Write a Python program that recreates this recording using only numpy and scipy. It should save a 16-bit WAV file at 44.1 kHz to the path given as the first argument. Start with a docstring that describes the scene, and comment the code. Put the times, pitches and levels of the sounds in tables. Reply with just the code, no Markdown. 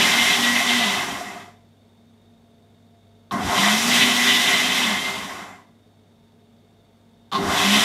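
"""A cup blender, already running on a stone kitchen counter, coasts to a stop, rests, jolts into a second
pulse, coasts and rests again, then starts a third. A fridge hums and its compressor buzzes in the rests.
The shaft hums at its turning rate; noise bands follow speed and swirl through cup and base resonances.
Knocks ring cup modes, the whine is a wavering tone, and a short dense tail gives the room."""
import sys
import numpy as np
from scipy import signal
from scipy.fft import rfft, irfft
from scipy.io import wavfile
from scipy.ndimage import uniform_filter1d

SR = 44100
rng = np.random.default_rng(int(sys.argv[2]) if len(sys.argv) > 2 else 0)


def output_pcm(signal):
    """Save a mono or channel-first signal as 16-bit PCM at the path in sys.argv[1].

    Samples are clipped to [-1, 1] before scaling.
    """
    pcm = np.clip(np.atleast_2d(signal).T, -1, 1) * 32767
    wavfile.write(sys.argv[1], SR, np.round(pcm).astype(np.int16))


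def makeup_ratio(level_db):
    """Linear amplitude ratio for a level in decibels (20 dB per factor of ten)."""
    decades = np.asarray(level_db, float) / 20
    return 10 ** decades


N = 345744
T = np.arange(N) / SR
FREQ = np.arange(N // 2 + 1) * SR / N + 1e-9
RUN_S = 1.5  # power stays on this long in each pulse


def unit(x):
    """Scale to rms 1."""
    return x / np.sqrt(np.mean(x ** 2))


def white():
    """White noise of rms 1."""
    return rng.standard_normal(N)


def shape(x, gain):
    """Filter by a gain for every frequency."""
    return irfft(rfft(x) * gain, N)


def colour(points):
    """Gain that joins (frequency [Hz], level [dB]) points on a log frequency axis."""
    hz, db = np.transpose(points)
    return makeup_ratio(np.interp(np.log(FREQ), np.log(hz), db))


def resonance(hz, width_hz):
    """A single causal mode, gain 1 at its centre."""
    return 1 / (1 + 1j * (FREQ / hz - hz / FREQ) * hz / width_hz)


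def modes(table):
    """Gain turning white noise of rms 1 into steep squared resonances, each with its table level as rms."""
    gain = 0
    for hz, width_hz, db in table:
        band = resonance(hz, width_hz) ** 2
        gain = gain + makeup_ratio(db) * band / np.sqrt(np.mean(np.abs(band) ** 2))
    return gain


def walk(rate_hz):
    """Random levels held 1 / rate_hz and slewed twice, rms 1."""
    hold = int(SR / rate_hz)
    steps = np.repeat(rng.standard_normal(N // hold + 1), hold)
    return unit(uniform_filter1d(uniform_filter1d(steps, hold), hold)[:N])


def decay(start_s, t60_s):
    """Envelope that jumps to 1 and decays exponentially, 60 dB in t60_s."""
    age = T - start_s
    return (age >= 0) * np.exp(-np.log(1000) * np.maximum(age, 0) / t60_s)


def bumps(table):
    """Sum in dB of bell-shaped (centre [s], level [dB], spread [s]) swells and dips."""
    return sum(db * np.exp(-.5 * ((T - s) / spread_s) ** 2) for s, db, spread_s in table)


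def kitchen_air():
    """Steady noise with the broad colour of the kitchen."""
    # air spectrum: (frequency [Hz], relative density [dB per Hz])
    air_colour = [(15, -54), (25, -21.5), (86, -7), (148, -5.5), (233, -1.5), (305, -9), (683, -12),
                  (996, -20), (2620, -28), (3620, -25.5), (4140, -31), (15500, -41.5)]
    return makeup_ratio(-58.5) * unit(shape(white(), colour(air_colour)))


def fridge():
    """Narrow hums and tones; compressor strokes, strong and weak in turn, buzz in shell and treble."""
    # hum bands: (frequency [Hz], width before squaring [Hz], level [dB])
    hum_bands = [(49, 6, -73), (164, 30, -67.5), (424, 20, -69.5), (686, 11, -70.5), (911, 8, -77.5)]
    # steady pitches: (frequency [Hz], mean level [dB])
    tones = [(99.6, -60.5), (230.7, -60)]
    # shell bands: (frequency [Hz], width before squaring [Hz], level [dB])
    shell_bands = [(2180, 130, -82.5), (2820, 40, -90), (3400, 120, -83.5), (3487, 120, -78),
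                   (3680, 62, -74), (3900, 120, -85.5), (4214, 60, -89.5), (4505, 80, -82.5),
                   (5390, 160, -91), (6320, 60, -90), (6850, 40, -95), (8140, 90, -91.5), (8565, 40, -93)]
    compressor_hz = 49.22

    hum = shape(white(), modes(hum_bands))
    for hz, db in tones:
        hum = hum + makeup_ratio(db + 1.5 * walk(6)) * np.sqrt(2) * np.sin(2 * np.pi * hz * T)

    strokes, period = np.zeros(N), round(SR / compressor_hz)
    strokes[::period] = 1
    strokes[::2 * period] = .45
    # every stroke gets the same noisy smear
    smear = rfft(white() * decay(0, .12))
    buzz = unit(shape(strokes, smear * resonance(6000, 7000)))
    shell = shape(.6 * unit(strokes) + .8 * white(), modes(shell_bands))
    return hum + makeup_ratio(-84) * buzz + shell


def room(x, t60_s=0.41, wet_db=-6):
    """Tiles and cupboards return a dense short tail."""
    tail = white() * decay(0.0053, t60_s)
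    echo = rfft(tail / np.sqrt(np.sum(tail ** 2)), 2 * N)
    wet = irfft(rfft(x, 2 * N) * echo)[:N]
    return (x + makeup_ratio(wet_db) * wet) / np.sqrt(1 + makeup_ratio(2 * wet_db))


def relay():
    """The relay gives thin ticks: decaying noise in a high band."""
    # ticks: (time [s], drive before the band filter [dB])
    ticks = [(3.322, -44), (7.33, -53)]
    burst = sum(makeup_ratio(db) * decay(s, .03) for s, db in ticks) * white()
    return shape(burst, makeup_ratio(13.5) * resonance(11500, 2500) ** 2)


def knocks():
    """The cup knocks its seat: dull knocks ring its lowest mode, sharp ones the rest plus a noisy rasp."""
    # knocks: (time [s], drive [dB], sharpness [0-1])
    jolts = [(.605, -18, 0.06), (.81, -18, .1), (1.21, -22.5, 0), (1.36, -28.5, 0.03), (1.478, -37.5, 0.13),
             (3.31, -16.5, 0.77), (3.318, -15, 0.56), (3.335, -20, 0.55), (3.347, -23, .7),
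             (5.39, -32, .05), (7.316, -22, 1), (7.324, -17.5, 0.95), (7.332, -17.5, .9), (7.343, -19, 1),
             (7.35, -16, 1), (7.357, -17, 1), (7.364, -18, .9), (7.378, -22, 1), (7.4, -22, 0.65)]
    # cup modes: (frequency [Hz], relative level [dB], t60 [s])
    cup_modes = [(705.6, -0.5, 0.13), (790, -9.5, .06), (1066, -3, 0.059), (1145, -3, 0.06),
                 (1420, -10.5, .03), (3500, -18, .02)]
    out, age = np.zeros(N), T[:SR // 4]
    push = 1 - np.exp(-age / 0.0012)
    for s, db, sharp in jolts:
        shares = [1 - sharp] + [sharp] * (len(cup_modes) - 1)
        ring = 0
        for (hz, mode_db, t60_s), share in zip(cup_modes, shares):
            tone = np.sin(2 * np.pi * (hz * age + rng.random()))
            ring = ring + share * makeup_ratio(mode_db - 60 * age / t60_s) * tone
        out[int(s * SR):][:len(age)] += makeup_ratio(db) * push * ring

    rasp = sum(sharp ** 3 * makeup_ratio(db) * decay(s, 0.05) for s, db, sharp in jolts) * white()
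    rasp_gain = makeup_ratio(1.5) * resonance(3500, 1700) ** 2 + makeup_ratio(-27) * resonance(8000, 9000)
    return out + shape(rasp, rasp_gain)


def motor():
    """Shaft speed [Hz], swirl as a share of its top, seconds powered so far, and power [0-1]."""
    # pulses: (switch-on time [s], top speed [Hz], coasting time [s])
    pulses = [(-.705, 242, .77), (3.31, 251, .85), (7.317, 244, .8)]
    # run-up: (time since switch-on [s], share of top speed)
    spin_up = [(0, 0), (.07, .02), (.19, .54), (.29, .78), (.46, .87), (.56, .96), (1.0, .98), (1.5, 1)]
    coast_bend = 1.45  # above 1: blades lose speed fastest at first; swirl slows evenly
    grip_s = .03  # the drive takes hold and lets go
    hz, swirl, ran_s, powered = 0, 0, 0, 0
    for on_s, top_hz, coast_s in pulses:
        age = T - on_s
        left = np.clip(1 - (age - RUN_S) / coast_s, 0, 1)
        spin = np.interp(age, *np.transpose(spin_up))
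        hz = hz + top_hz * spin * left ** coast_bend
        swirl = swirl + spin * left
        ran_s = ran_s + (left > 0) * np.clip(age, 0, RUN_S)
        powered = powered + np.clip(age / grip_s, 0, 1) * np.clip(1 - (age - RUN_S) / grip_s, 0, 1)
    return hz, np.clip(swirl, 0, 1), ran_s, powered


def squared_band(hz, width_hz):
    """Noise of rms 1 through a squared resonance."""
    return unit(shape(white(), resonance(hz, width_hz) ** 2))


def rocking(hz, swirl, powered):
    """Counter shudders near one shaft speed; coasting adds a thin seal hiss and a bearing whirr."""
    rock_at_hz, rock_span_hz = 98, 26
    powered_db, coasting_db = -33, -53
    near = np.exp(-.5 * ((hz - rock_at_hz) / rock_span_hz) ** 2)
    shudder_level = makeup_ratio(powered * powered_db + (1 - powered) * coasting_db)
    shudder = near * shudder_level * squared_band(80, 69)
    seal_hiss = near * makeup_ratio(-56) * squared_band(11500, 4000)
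    whirr = swirl * makeup_ratio(-50) * squared_band(7300, 600)
    return shudder + (1 - powered) * (seal_hiss + whirr)


def whine():
    """A thin motor band follows its own pitch and flickers: slow noise carried on a tone."""
    # glides: (start [s], length [s], from [Hz], to [Hz], level before sag and flicker [dB])
    glides = [(-.1, .4, 2075, 2105, -26), (4.8, .3, 2080, 2095, -32), (.42, .48, 1925, 2015, -25),
              (3.9, .9, 1960, 2045, -25), (7.65, .3, 1985, 2015, -33)]
    rise_s, sag_db_per_s = .14, 12
    out = 0
    for s, length_s, from_hz, to_hz, db in glides:
        end_s = s + length_s
        phase = 2 * np.pi * np.cumsum(np.interp(T, [s, end_s], [from_hz, to_hz])) / SR
        fade = np.interp(T, [s - .1, s + rise_s, end_s, end_s + .1], [0, 1, 1, 0])
        level = makeup_ratio(db - sag_db_per_s * np.maximum(T - s - rise_s, 0))
        flicker = (1.1 + .55 * walk(30)) * np.sin(phase) + .55 * walk(30) * np.cos(phase)
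        out = out + fade * level * flicker
    return out


def shaft(hz, powered):
    """The unbalanced shaft hums at its turning rate with a weak third harmonic; load makes it waver."""
    # passage through base and counter: (shaft speed [Hz], level [dB])
    hum_path = [(150, -62), (180, -40), (200, -24.5), (216, -23), (230, -28), (241, -27.5), (252, -33)]
    # brief dips and swells: (centre [s], level [dB], spread [s])
    hum_dips = [(.09, -10, .04), (.3, -18, .06), (.63, -10, .04), (.76, 2, .04), (3.8, -11, .02),
                (4.52, -12, .08), (4.74, -8, .03), (7.73, 4, .05), (7.8, -10, .012), (7.85, -8, .02)]
    coasting_db = -5
    phase = 2 * np.pi * np.cumsum(hz * (1 + .004 * walk(30))) / SR
    path_db = np.interp(hz, *np.transpose(hum_path), left=-120)
    db = path_db + coasting_db * (1 - powered) + bumps(hum_dips)
    return makeup_ratio(db) * np.sqrt(2) * (np.sin(phase) + makeup_ratio(-18) * np.sin(3 * phase))


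def body():
    """Gain of the machine's broad colour, lifted at the modes of cup, base and counter."""
    # broad colour: (frequency [Hz], relative density [dB per Hz])
    machine_colour = [(18, -67), (30, -29.5), (243, -5.5), (491, -15.5), (727, -5), (1290, -7), (2020, -7),
                      (2240, -8), (3400, -4), (4410, -11), (5730, -11), (11600, -22), (15500, -28.5)]
    # body modes: (frequency [Hz], width [Hz], lift [dB])
    body_modes = [(97, 7.9, 8), (150, 20, 6), (201, 20, 10), (265, 28, 7), (402, 40, 9.5), (600, 57, 2.5),
                  (720, 35, 6), (1010, 40, 4.5), (1080, 30, 5), (1148, 22, 4.5), (1199, 17, 2.5),
                  (1930, 40, 6), (1995, 48, 7), (2096, 30, 10), (2350, 40, 4), (2590, 30, 6), (2651, 30, 5),
                  (2970, 35, 7), (3168, 45, 8), (3520, 60, 7), (3800, 50, 4.5), (3920, 110, 4.5),
                  (4980, 120, 2.5), (5750, 50, 6), (7306, 500, 1), (11350, 330, 4.5)]
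    gain = colour(machine_colour)
    for hz, width_hz, db in body_modes:
        gain = gain * (1 + (makeup_ratio(db) - 1) * resonance(hz, width_hz))
    return gain


def roar(swirl, ran_s, powered):
    """Body-filtered noise bands (thrum, liquid, low and high rattle, fan air) follow swirl and flutter."""
    # edges between adjacent layers: frequency [Hz]
    edges_hz = [30, 450, 1600, 2400, 4400, 16000]
    # layers: (level at top speed, mid-run [dB], loss towards standstill powered [dB],
    # the same coasting [dB], sag [dB per s], share of each surge)
    layers = [(-32.5, -2, -5.5, 3.5, .2), (-26.3, 5, -4, 3.6, .1), (-23.3, 23, 8, 3, 1),
              (-21.6, 23.5, 17, 3, .8), (-24.3, 23.5, 10, 5.8, .2)]
    # lumps of mix at the blades, mostly swells: (centre [s], level [dB], spread [s])
    surges = [(.02, 3, .04), (.27, 3, .04), (.55, 2, .03), (.74, 4, .03), (3.68, 3, .06), (3.96, 4, .04),
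              (4.26, 3, .05), (4.47, 2, .04), (4.77, 2, .04), (7.72, 3, .05), (7.84, -3, .03)]
    surge_flutter_db = [1.4, 0.7, 0.8, 1.2, .5]
    own_flutter_db = [1.1, 1.7, 1.8, 2.1, 0.63]
    stall_power = 1.25  # coasting, every layer also dies with the swirl to this power
    fling_share, fling_span, fling_db = .7, .12, 3  # powered mix flung up the cup near this swirl
    out, surge, lump_db, ring = 0, walk(9), bumps(surges), body()
    presence = powered + (1 - powered) * swirl ** stall_power
    for k, (top_db, powered_db, coasting_db, sag_db_per_s, lump_share) in enumerate(layers):
        lo, hi = edges_hz[k], edges_hz[k + 1]
        band = 1 / np.sqrt((1 + (lo / FREQ) ** 12) * (1 + (FREQ / hi) ** 12))
        loss_db = (powered * powered_db + (1 - powered) * coasting_db) * (1 - swirl)
        sag_db = sag_db_per_s * (ran_s - RUN_S / 2)
        gain = presence * makeup_ratio(top_db - loss_db - sag_db + lump_share * lump_db)
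        if k == 1:  # churning liquid
            gain = gain * makeup_ratio(fling_db * powered * np.exp(-.5 * ((swirl - fling_share) / fling_span) ** 2))
        flutter = makeup_ratio(surge_flutter_db[k] * surge + own_flutter_db[k] * walk(40))
        out = out + gain * unit(shape(white() * flutter, ring * band))
    return out


def scene():
    """Blender in its room over the fridge and the kitchen air, the same in both channels."""
    hz, swirl, ran_s, powered = motor()
    background = kitchen_air() + fridge()
    reverberant = room(relay() + knocks() + whine() + roar(swirl, ran_s, powered))
    mono = background + reverberant + rocking(hz, swirl, powered) + shaft(hz, powered)
    return np.array([mono, mono])


def top_cut(x):
    """Nothing passes above the cut-off."""
    return signal.sosfilt(signal.butter(12, 15620, fs=SR, output="sos"), x)


def record(dry):
    """A mono microphone signal with its top cut off steeply at 15.6 kHz."""
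    low_pass = signal.ellip(10, .2, 70, 15600, fs=SR, output="sos")
    mix = signal.sosfilt(low_pass, dry)
    return top_cut(mix)


dry = scene()
out = record(dry)
output_pcm(out)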